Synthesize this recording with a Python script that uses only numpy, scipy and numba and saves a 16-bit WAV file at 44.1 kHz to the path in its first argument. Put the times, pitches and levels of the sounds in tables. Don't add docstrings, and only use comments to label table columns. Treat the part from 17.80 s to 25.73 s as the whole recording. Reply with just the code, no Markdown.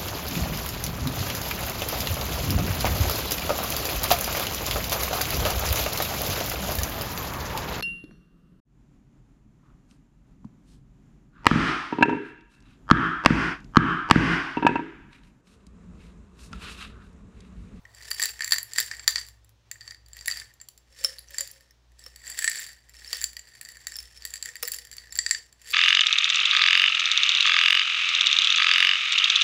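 import sys
import numpy as np
from scipy import signal
from scipy.fft import rfft, irfft
from scipy.io import wavfile
from scipy.ndimage import uniform_filter1d
from numba import njit

SR = 44100
rng = np.random.default_rng(int(sys.argv[2]) if len(sys.argv) > 2 else 0)


def invert_db(level):
    return 10 ** (np.asarray(level, dtype=float) / 20)


def pcm_store(signal):
    levels = np.round(np.clip(np.atleast_2d(signal), -1, 1) * 32767)
    wavfile.write(sys.argv[1], SR, levels.astype(np.int16).T)


N = 349713

# f/Hz, level/dB, beat f/Hz, second machine [0-1], loudest t/s
HUM = (58.8, -59, 1.03, .55, .44)
MAINS_HZ, MAINS_DB = 119.7, -74.5
# order [x shaft speed], level/dB
MOTOR = [(3, -66.5)]
# t/s, speed [turns/s]
SHAFT = [(0, 34.6), (.6, 36.3), (1.2, 35.6), (2.3, 35.5), (3.1, 33.6)]
# upper bound t/s (without effect), abrupt stop t/s
MOTOR_STOP_S = (3.4, 2.7)
# f/Hz, level [dB/Hz]
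HISS_OUTLINE = [(25, -11.5), (65, -1), (200, -9.5), (600, -11.5), (2500, -12), (6000, -15), (10500, -31.5)]
HISS_DB = -58
GATE_DB, GATE_OPEN_DB, GATE_S = -3, -49, 0.12
ROOM_T60_S, ROOM_DB = 0.24, -12

# f/Hz, level/dB, t60/s
WALL_LOW = [(1846, -1.5, 0.025), (1770, -18.5, 0.021), (2017, -8, 0.015), (2280, -17.5, 0.028)]
WALL_SECOND = [(4634, 0.5, 0.021), (4458, -11, 0.018), (6000, -34.5, 0.19)]
WALL_THIRD = [(7290, -2.5, .016), (7500, -4, .016)]
# f/Hz, level/dB, t60/s
BASE_MODES = [(5365, 0, .05), (3060, -23, .03), (9720, -13, .03), (5215, -13, .03)]
# f/Hz, level/dB, t60/s
TOP_MODES = [(10180, -3, .016), (12170, -12, .022), (12750, -6, .012), (13650, -4, .012),
             (14870, -10, .014), (15300, -8, .014)]
# f/Hz, level/dB, t60/s
RIM_MODES = [(7920, -5, .045), (10700, -16, .035), (7560, -3, .015)]
# t/s, air f/Hz, air level/dB, rim level/dB, body level/dB
GRIP = [
    (0, 444, -13, -23, -17.5),
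    (2.898, 481, -18.5, -19, -22),
    (3.1, 529, -4, -24, -23),
    (3.9, 555, -4, -25.5, -25.5),
    (4.4, 509, -20.5, 9.5, -30),
    (5.3, 508, -19, -16.5, -23.5),
    (6.9, 486, -8.5, -12, -30),
    (7.5, 470, -14, -18.5, -30.5),
]
# t/s, length/s, level/dB
RUBS = [
    (0.133, 0.93, -67),
    (1.14, 0.64, -68),
    (4.537, 0.19, -64),
]
# f/Hz, level/dB
RUB_OUTLINE = [(200, -14), (600, -4), (1100, -1.5), (2500, -23)]
AIR_T60_S, THUMP_T60_S, TICK_T60_S = 0.1, 0.011, 0.009

# f/Hz, level/dB
CRACK_OUTLINE = [(200, -70.5), (900, -8), (1500, 2.5), (2500, 3.5), (5500, 6.5), (8700, 3), (12500, -8)]
# f/Hz, level/dB
SOFT_TOP = [(7000, -4), (11000, -19)]
HARD_TOP = [(hz, SOFT_TOP[1][1] - db) for hz, db in SOFT_TOP]

# t/s, air level/dB, thump level/dB
THUDS = [
    (3.246, -31, -61),
    (3.61, -39, -71),
    (4.264, -44.5, -53.5),
    (5.332, -49, -42.5),
    (6.829, -31.5, -69),
    (6.833, -67, -38),
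]
# t/s, hold/s, level/dB, base share/dB
SLIDES = [(0.218, 0.071, -48, -6), (0.44, 0.0049, -35.5, -4.5), (0.652, 0.024, -40, -18.5),
          (0.72, 0.019, -40.5, -12.5), (1.002, 0.0075, -38.5, -0.5), (1.112, 0.13, -49.5, -22),
          (1.3, 0.08, -48.5, -1.5), (2.037, 0.032, -56, -15), (2.382, 0.079, -55, -9),
          (2.505, 0.075, -45, -8), (3.186, 0.14, -52, 0), (3.566, 0.06, -47.5, 1.5),
          (3.764, 0.033, -67.5, 7), (4.217, 0.094, -65, 3), (4.479, 0.043, -41, -16.5),
          (4.584, 0.26, -40, -9.5), (5.131, 0.25, -59.5, 0.5), (5.328, 0.052, -42.5, -0.5),
          (5.684, 0.33, -54, -12.5), (6.113, 0.25, -61, 7.5), (6.416, 0.12, -58, -2),
          (6.65, 0.035, -51.5, -2), (6.852, 0.13, -55.5, 5.5), (7.129, 0.13, -58, -13),
          (7.383, 0.017, -52.5, 2), (7.511, 0.021, -47.5, 4.5), (7.891, .04, -47.5, -1.5)]
RISE_DB_S, FALL_DB_S = 209, 170
DULL_BELOW_DB, DULL_SHARE = -36.5, 0.22
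PATTER_REACH = 0.45

# t/s, low wall level/dB, second
# wall level/dB, third wall level/dB, top level/dB
TICKS_WALL = [(0.2068, -38.5, -51, -56, -55), (0.305, -55, -41, -47, -35.5),
              (0.3103, -40, -31.5, -25, -34.5), (0.3313, -57.5, -38, -29.5, -36.5),
              (0.3456, -60.5, -34.5, -47, -37), (0.4058, -35.5, -22.5, -25, -35.5),
              (0.4457, -29, -34.5, -28.5, -37), (1.009, -27.5, -25, -23, -30),
              (0.504, -58, -60, -34.5, -40.5), (0.508, -56.5, -51, -36, -45.5),
              (0.5155, -56, -40.5, -40.5, -43.5), (0.6354, -24.5, -45, -46, -59),
              (0.6926, -44.5, -42, -28.5, -32.5), (0.7329, -22.5, -9.5, -26, -28.5),
              (0.7405, -21.5, -28, -26.5, -28), (0.8296, -54, -41, -35.5, -30.5),
              (0.9788, -34.5, -28, -33.5, -33.5), (1.0805, -42, -40, -52.5, -45),
              (1.1373, -31, -42, -58, -72.5), (1.1478, -36, -37.5, -39.5, -57.5),
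              (1.062, -42, -39.5, -32, -39), (0.993, -30, -20.5, -23, -29.5),
              (1.9143, -36.5, -48.5, -25.5, -46), (2.009, -51, -34.5, -61, -65),
              (2.1207, -38, -63, -61, -55), (1.168, -48.5, -40, -38.5, -52.5), (2.39, -67, -34, -52, -59),
              (2.4756, -48, -61, -60, -30), (2.5223, -44, -25, -49, -47), (2.5526, -43, -53, -49, -50),
              (2.599, -41, -28, -36, -49), (2.618, -32.5, -52, -52, -58),
              (3.391, -49, -43, -54, -35), (3.595, -42, -29, -41, -50), (3.6744, -55, -36, -47, -42),
                (3.714, -65, -50, -72, -39), (4.1941, -61, -52, -45.5, -60), (3.8081, -61, -51, -60, -56),
                (4.2822, -73, -57, -52, -56), (4.4772, -44, -53, -28, -52), (4.4993, -38, -32, -39, -55),
                (4.697, -57, -32, -23, -28), (4.7153, -26, -22.5, -26, -40), (4.794, -29.5, -45, -29, -36),
                (4.8006, -44, -44, -31, -32), (4.8225, -36, -56, -36, -44.5), (4.83, -57, -51, -37, -46.5),
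                (4.867, -43, -50, -36.5, -52), (4.8715, -50, -42, -42.5, -50), (4.878, -51, -46, -58, -53),
                (4.8866, -42.5, -41.5, -52, -52), (4.9306, -49, -43, -58.5, -53.5),
                (5.0943, -47.5, -51.5, -43.5, -47), (3.7617, -49, -59, -60, -67),
                (5.2198, -44.5, -56, -68, -56), (5.2461, -42, -36, -45, -53), (5.278, -60, -44, -58, -46),
                (5.4238, -35, -35, -37, -36), (5.433, -33, -45, -28, -39), (5.441, -36, -18.5, -16, -36),
              (5.8302, -45, -49, -47, -51), (5.8503, -47, -36, -34, -46), (5.8575, -47, -41, -43, -56),
                (5.918, -59, -57, -39, -43), (5.9698, -40.5, -44, -39, -51), (6.14, -47, -46, -32, -52),
                (6.1658, -45, -34, -30.5, -33), (6.2271, -59, -47, -47, -41), (1.957, -41, -62, -62, -65),
                (6.4412, -51, -42, -48, -64), (6.473, -61, -40, -38, -45), (6.568, -53, -36, -35, -47),
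                (6.577, -46, -38, -35, -59), (6.6517, -37, -42, -38, -50), (6.7663, -40, -37, -31.5, -51),
                (6.872, -51, -36, -38, -45), (6.8768, -33, -29, -31, -27), (6.9184, -57, -39, -24, -21.5),
                (6.946, -61, -57, -24.5, -43), (6.9629, -66, -41, -43, -38), (6.967, -71, -58, -33, -45),
                (2.146, -49.5, -40, -55, -59), (7.071, -47, -44, -46, -54), (7.1283, -39, -33.5, -44, -47),
                (7.1994, -55, -43, -49, -73), (7.3628, -33.5, -30, -38, -41), (7.3738, -42, -34, -33, -31),
                (7.4925, -48, -27, -33, -45.5), (7.5306, -58, -34, -24, -45.5),
                (7.8894, -62, -50, -42, -45.5), (7.906, -57, -40, -33, -42), (7.9213, -39, -36, -29, -36.5)]
# t/s, level/dB
TICKS_BASE = [
    (5.2634, -47),
    (5.347, -29.5),
    (6.993, -47),
    (7.307, -44),
]
# t/s, f/Hz, level/dB
LONE = [
    (3.385, 4140, -30),
    (3.4858, 5930, -35.5),
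    (3.7128, 5920, -36),
    (3.9084, 5560, -43),
]

# t/s, strength level/dB, depth/dB, hardness/dB
SHOULDER = [(0.3137, -15.5, -9, -9), (0.4185, -12, -12, -16), (0.621, -17, -4.5, -27),
            (0.7211, -6, -9, -17), (0.7603, -15.5, -17, -31), (1.278, -3, -11, -13),
            (1.358, -10, -9.5, -29.5), (1.3816, -18, -9, -35), (1.3893, -22, -15, -21),
            (1.4132, -27, -10.5, -19), (2.0143, -34.5, -6, -34), (2.0772, -25, -14, -33),
            (2.1086, -26, -7.5, -24), (2.388, -46, -9, -23), (2.4102, -31.5, -11, -20),
            (2.5123, -16.5, -31, -19), (2.572, -23, -10, -16), (3.2397, -22, -17, -7.5),
            (3.3842, -32.5, -23, -15), (4.3602, -37.5, -7.5, -4.5), (5.3297, -12.5, -14.5, -15.5),
            (5.369, -30, -10, -6.5), (5.5675, -23.5, -9.5, -15.5), (6.2024, -32.5, -41, -7),
            (6.4218, -32.5, -35, -18), (6.7552, -30.5, -1, -10), (6.986, -28.5, -11, -8),
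            (7.1821, -23.5, -38, -34), (7.5475, -14.5, -5.5, -42), (7.9113, -29, -24, -8)]
# t/s, strength level/dB, depth/dB, hardness/dB
SIDE = [(0.4256, -7, -13, -17), (0.4362, -6, -22, -21), (0.4561, -10, -30.5, -13.5),
        (0.493, -33, -24, -0.5), (0.6444, -11.5, -21, -16), (0.6772, -19.5, -9, -10),
        (0.7091, -13, -17.5, -19), (0.7271, -11, -20, -16), (0.7833, -12.5, -11.5, -13),
        (0.9342, -18.5, -20, -15), (0.9603, -14.5, -16, -22), (0.9838, 0, -11, -25),
        (1.0012, -13.5, -17, -6.5), (1.195, -21, -4.5, -44), (1.3073, -21, -27.5, -11),
        (1.4859, -33.5, -30, -8.5), (1.9137, -19, -21, -14), (2.2612, -36.5, -40.5, -23),
        (2.2842, -45, -19.5, -6), (2.3321, -30.5, -20, -20), (2.4586, -25, -16.5, -6.5),
        (2.7386, -46, -35, -4), (2.8009, -28.5, -19, -55), (2.814, -30, -16.5, -15.5),
        (2.8864, -28.5, -38.5, -10), (2.977, -38.5, -25.5, -10), (3.5058, -35, -15.5, -7),
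        (3.5832, -7, -24, -24), (3.6075, -14, -17.5, -12), (3.676, -30, -26.5, -14),
        (4.1923, -33, -25, -17.5), (4.4786, -46, -12, -24), (4.4994, -26.5, -16, -7.5),
               (4.5897, -19.5, -6, -4.5), (4.6432, -10.5, -4.5, -13), (4.786, -23.5, -9, -27),
               (5.4146, -18.5, -14.5, -15), (5.442, -10.5, -32, -16), (5.5929, -25.5, -14, -20),
               (5.8123, -23.5, -21, -12.5), (6.0694, -13.5, -16, -16), (6.12, -22.5, -15.5, -23),
               (6.4517, -14.5, -19.5, -13), (6.505, -27.5, -29, -16), (6.538, -16, -20.5, -17),
               (6.5569, -21, -18, -18.5), (6.626, -15, -26, -20), (6.8523, -18, -16, -23),
               (6.8829, -18.5, -14.5, -13), (6.919, -16, -38, -15.5), (6.9363, -22.5, -15, -7),
               (6.943, -20.5, -25, -9.5), (7.1143, -27, -12.5, -16), (7.136, -28.5, -14, -21),
               (7.3238, -19, -19, -20), (7.3544, -18, -26, -19), (7.3885, 0, -20.5, -47.5),
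               (7.4631, -2, -16, -43), (7.51, -0.5, -14.5, -28), (7.9041, -22.5, -27, -21.5),
        (0.6593, -29, -9, -13), (1.3956, -29.5, -14, -17), (1.3992, -27.5, -16, -16),
            (1.4655, -37.5, -23, -10), (1.4753, -40, -33, -10.5), (4.8654, -35.5, -13, -17.5),
            (6.958, -31, -13, -17)]
# t/s, strength level/dB, depth/dB, hardness/dB
BELLY = [(0.0526, -42, 5.5, -37), (0.1476, -29.5, -23, -25), (0.2124, -41, -6, -17),
         (0.3142, -11.5, -37, -33), (0.3974, -9.5, -11, -18), (0.5928, -29, 1, -25), (0.607, -12, -6, -24),
         (1.1129, -7.5, -14, -47), (1.6457, -42, -26, -14), (1.6926, -45.5, -18, -7),
         (2.0075, -43.5, 2.5, -41), (2.3676, -29, -8, -14), (2.4807, -6, -9.5, -20),
         (2.5004, -9.5, -18.5, -36), (3.5444, -22.5, -11.5, -23.5), (4.119, -48.5, -15.5, -19),
         (4.6232, -13, -11.5, -24), (4.6771, -3.5, -4, -48), (4.7162, -26, -11, -31),
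         (4.7569, -16, -12, -19), (4.774, -23, -9, -23), (5.5315, -24.5, -26.5, -21.5),
         (5.8876, -19.5, -18, -21), (6.6575, -14, -17, -22), (6.6883, -18.5, -13.5, -31),
         (6.8271, -20, -9.5, -3), (7.0504, -27.5, -21, -15), (7.1671, -25.5, -28.5, -12.5),
         (7.7268, -32, -22, -20), (7.8161, -31.5, -17.5, -19.5)]
# t/s, strength level/dB, depth/dB, hardness/dB
BOTTOM = [(0.3424, -30.5, -37.5, -13), (3.246, -4.5, -50, -21.5), (3.9087, -53.5, -1, -3.5),
          (4.239, -36, -31, -12), (4.2631, -29, -14.5, -18), (5.167, -38, -35.5, -22),
          (5.2763, -28, -30, -29), (6.1398, -38, -20, -28), (6.1564, -21.5, -23, -26),
          (6.1869, -20, -43, -46), (6.3742, -35, -33, -21), (6.831, -24, -18, 3)]
# second wall level/dB, third wall level/dB, base level/dB
SHOULDER_MIX, SIDE_MIX = (0.033, -8, -35.5), (-10, -5, -41)
BELLY_MIX, BOTTOM_MIX = (-15.5, -11.5, -36.5), (-17, -49, -4)
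DEPTH_DB, HARD_DB = 2.5, 6


def colour(x, points):
    hz, db = np.transpose(points)
    grid_hz = np.maximum(np.arange(1025) * SR / 2048, 1)
    log_gain = np.interp(np.log(grid_hz), np.log(hz), db) * np.log(10) / 20
    cepstrum = irfft(log_gain)
    cepstrum[1:1024] *= 2
    cepstrum[1025:] = 0
    response = irfft(np.exp(rfft(cepstrum)))
    return signal.oaconvolve(x, response)[:len(x)]


@njit
def add_modes(out, start, hz, decay, size, rise):
    for k in range(len(start)):
        z = size[k] + 0j
        pole = decay[k] * np.exp(2j * np.pi * hz[k] / SR)
        contact = 1.
        stop = min(len(out), start[k] + int(-4.8 / np.log(decay[k])))
        for i in range(start[k], stop):
            contact *= rise[k]
            out[i] += z.imag * (1 - contact)
            z *= pole


def ring(s, hz, db, t60_s, contact_s):
    out, each = np.zeros(N), np.ones(len(s))
    start = (s * SR).astype(np.int64)
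    decay = 1000. ** (-each / (t60_s * SR))
    rise = np.exp(-each / (contact_s * SR))
    add_modes(out, start, hz * each, decay, invert_db(db), rise)
    return out


def drone(hz, db, waver):
    slow = uniform_filter1d(uniform_filter1d(rng.standard_normal(N), 2200), 2200)
    level = invert_db(db + 4) * (1 + waver * slow / slow.std())
    return level * np.sin(2 * np.pi * np.cumsum(hz * np.ones(N)) / SR)


def background(jar):
    t = np.arange(N) / SR
    hz, db, beat_hz, second, loud_s = HUM
    beat = np.abs(1 + second * np.exp(2j * np.pi * beat_hz * (t - loud_s))) / (1 + second)
    hum = beat * drone(hz, db, 0.3) + drone(MAINS_HZ, MAINS_DB, 0.25)

    shaft_hz = np.interp(t, *np.transpose(SHAFT))
    motor = sum(drone(order * shaft_hz, db, 0.25) for order, db in MOTOR)
    motor = motor * np.interp(t, MOTOR_STOP_S, (1, 0))

    hiss = colour(rng.standard_normal(N), HISS_OUTLINE)
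    loudness = uniform_filter1d(np.abs(jar), int(GATE_S * SR))
    busy = np.minimum(loudness / invert_db(GATE_OPEN_DB), 1)
    low = uniform_filter1d(hiss, size=30)
    hiss = low + invert_db(-5 * (1 - busy)) * (hiss - low)
    return hum + motor + invert_db(HISS_DB + GATE_DB * (3.0 - busy)) * hiss / hiss.std()


def room(x, t60_s, wet_db):
    t = np.arange(int(0.5 * SR)) / SR
    decay = np.exp(-np.log(1000) * t / t60_s)
    tail = rng.standard_normal(len(t)) * decay * np.clip(t / 0.014, 0, 1)
    tail = colour(tail, [(300, -4.0), (3000, -4.5), (15000, -6.0)])
    tail = tail / np.sqrt(np.sum(tail ** 2))
    return invert_db(wet_db) * signal.fftconvolve(x, tail)[:N]


def fingers():
    s, length_s, db = np.transpose(RUBS)[:, :, None]
    t = np.arange(N) / SR
    swell = np.sum(invert_db(db) * np.exp(-((t - s) / length_s * 2) ** 2), axis=0)
    noise = colour(rng.standard_normal(N), RUB_OUTLINE)
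    return swell * noise / noise.std()


def grip(s):
    t, *columns = np.transpose(GRIP)
    return (np.interp(s, t, column) for column in columns)


def thuds():
    s, air_db, thump_db = np.transpose(THUDS)
    air_hz, *_ = grip(s)
    out = ring(s, air_hz, air_db - 7, AIR_T60_S, 0.00091)
    for hz, db in [(720., 1.6), (1230., 9.8), (2600., 6.4)]:
        out = out + ring(s, hz, thump_db + db, THUMP_T60_S, 0.0001)
    return out


def glass(s, db, modes, scatter_db, reach=0.96, contact_s=0.00033):
    spot = rng.standard_normal((len(s), len(modes), 3))
    hit = rng.random((len(s), len(modes))) < reach
    hz, gain_db, t60_s = np.transpose(modes)
    damping = np.exp(0.16 * spot[..., 0])
    detune_hz = 1.8 / t60_s * np.tanh(spot[..., 1])
    level_db = db[:, None] + gain_db + scatter_db * np.clip(spot[..., 2], -2, 2)
    when = np.repeat(s[:, None], len(modes), axis=1)
    push_s = np.reshape(contact_s, (-1, 1)) * np.ones_like(when)
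    return ring(when[hit], (hz + detune_hz)[hit], level_db[hit], (t60_s * damping)[hit], push_s[hit])


def crack(s, db, t60_s):
    start = np.clip((s * SR).astype(int), 0, N - 1)
    impulses = np.bincount(start, invert_db(db) ** 2, N)
    power = signal.lfilter([1], [1, -1000. ** (-1 / (t60_s * SR))], impulses)
    power = np.abs(uniform_filter1d(power, size=16, origin=7))
    return colour(power ** 0.5 * rng.standard_normal(N), CRACK_OUTLINE)


def button(s, db, t60_s):
    kind = rng.random((len(s), 3, 2))
    hz = (2300 * 5.4 ** kind[..., 0]).ravel()
    level_db = (db[:, None] - 12 * kind[..., 1]).ravel()
    return ring(np.repeat(s, 3), hz, level_db, t60_s * (5000 / hz) ** 0.5, 0.00011)


def slides(s):
    start, hold, db, base_db = np.transpose(SLIDES)[:, :, None]
    rise_db = RISE_DB_S * np.maximum(start - s, 0)
    fall_db = FALL_DB_S * np.maximum(s - start - hold, 0)
    shape = db - rise_db - fall_db
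    upper = 10 * np.log10(np.sum(invert_db(2 * shape), axis=0))
    base = 10 * np.log10(np.sum(invert_db(2 * (shape + base_db)), axis=0))
    return upper + DULL_SHARE * (DULL_BELOW_DB - upper), upper, base


def patter(count, spread_db):
    place, tail = rng.random((count, 2)).T
    s = place * N / SR
    size_db = np.minimum(-spread_db * np.log(1 - tail), 12.5)
    size_db = size_db - 9 * tail[(70 * s).astype(int)] ** 2
    low, upper, base = (level + size_db for level in slides(s))
    air_hz, air_db, rim_db, body_db = grip(s)

    rings = glass(s, low - 8, WALL_LOW, 2.9, PATTER_REACH)
    rings += glass(s, (low + upper) / 2 - 8, WALL_SECOND, 2.7, PATTER_REACH)
    rings += glass(s, upper - 8, WALL_THIRD, 5.8, PATTER_REACH)
    rings += glass(s, upper + rim_db - 18.5, RIM_MODES, 1.3, PATTER_REACH)
    rings += glass(s, base - 11, BASE_MODES, 2.0, PATTER_REACH)
    rings += glass(s, upper - 14, TOP_MODES, 1.9, PATTER_REACH)
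    between = (base + upper) / 2
    clicks = crack(s, between - 6, 0.005) + button(s, between - 5, TICK_T60_S)

    big = size_db > spread_db
    hz = air_hz * (1 + 0.018 * np.cos(99 * place))
    air = ring(s[big], hz[big], ((low + base) / 2 + air_db - 16.5)[big], AIR_T60_S, 0.00067)
    weight_hz = 550 + 900 * np.roll(tail, 1)
    weight = ring(s[big], weight_hz[big], (low + body_db - 4.5)[big], 2 * THUMP_T60_S, 0.0004)
    return rings + clicks, air + weight


def ticks():
    s, first, second, third, high = np.transpose(TICKS_WALL)
    rings = glass(s, first + 2.4, WALL_LOW, 2.4) + glass(s, second, WALL_SECOND, 1.4)
    rings += glass(s, third + 2.0, WALL_THIRD, 1.9) + glass(s, high + 0.96, TOP_MODES, 7.3, 1.0)
    clicks = crack(s, second - 7, 0.004) + button(s, second - 9, TICK_T60_S)
    clicks += colour(crack(s, high - 2, 0.004), HARD_TOP)
    on_base = glass(*np.transpose(TICKS_BASE), BASE_MODES, 0.68)
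    lone = ring(*np.transpose(LONE), TICK_T60_S, 0.00022)
    return rings + clicks + on_base + lone


def struck(table, mix_db):
    s, db, depth_db, hard_db = np.transpose(table)
    return np.c_[s, db + depth_db + DEPTH_DB, db[:, None] + mix_db, db + hard_db + HARD_DB]


def knocks():
    hits = np.vstack([struck(SHOULDER, SHOULDER_MIX),
                      struck(SIDE, SIDE_MIX),
                      struck(BELLY, BELLY_MIX), struck(BOTTOM, BOTTOM_MIX)])
    rock = rng.random((len(hits), 2, 2))
    touches = [hits]
    for k in range(2):
        delay_s = 0.001 + 0.012 * rock[:, k, 0]
        loss_db = -13 - 10 * rock[:, k, 1]
        touches.append(hits + np.c_[delay_s, np.outer(loss_db, np.ones(5))])
    s, first, second, third, base, high = np.vstack(touches).T
    air_hz, air_db, rim_db, body_db = grip(s)
    power = invert_db(first) ** 2 + invert_db(second) ** 2 + invert_db(base) ** 2 + invert_db(high) ** 2
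    strength = 10 * np.log10(power)
    soft_db = strength - high
    push_s = 0.00044 * invert_db(0.25 * soft_db)

    rings = glass(s, first, WALL_LOW, 1.0, contact_s=push_s)
    rings += glass(s, second - 1.5, WALL_SECOND, 1.0, contact_s=push_s)
    rings += glass(s, third - 2.5, WALL_THIRD, 5.3, contact_s=push_s)
    rings += glass(s, third + rim_db, RIM_MODES, 0.85)
    rings += glass(s, base - 1, BASE_MODES, 0.59) + glass(s, high - 4, TOP_MODES, 2.3)
    body = ring(s, 1080 + 450 * rng.random(len(s)), strength + body_db, THUMP_T60_S, 0.00029)
    contact = colour(crack(s, strength - 5 - 0.11 * soft_db, 0.0057), SOFT_TOP)
    contact += colour(crack(s, high + 3, 0.0028), HARD_TOP)
    return rings + contact + button(s, strength - 19.5, TICK_T60_S), body


def scene():
    clatter, air = patter(count=6400, spread_db=9.0)
    clinks, body = knocks()
    wall = colour(clinks + clatter + ticks(), [(300, -11.0), (1000, -9.5), (1600, 0.0)])
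    dull = colour(body + thuds(), [(100, -23.5), (400, 1.5)])
    jar = wall + air + dull
    return (jar + room(jar, ROOM_T60_S, ROOM_DB) + background(jar) + fingers())[None]


def low_pass(x):
    return signal.sosfilt(signal.butter(12, 17140, fs=SR, output="sos"), x)


def record(dry):
    ceiling = 0.9
    limited = dry / (1 + (np.abs(dry) / ceiling) ** 6) ** (1 / 6)
    mix = colour(limited[0], [(15750, 0), (15950, -31), (17000, -28)])[None]
    return low_pass(mix)


dry = scene()
out = record(dry)
pcm_store(out)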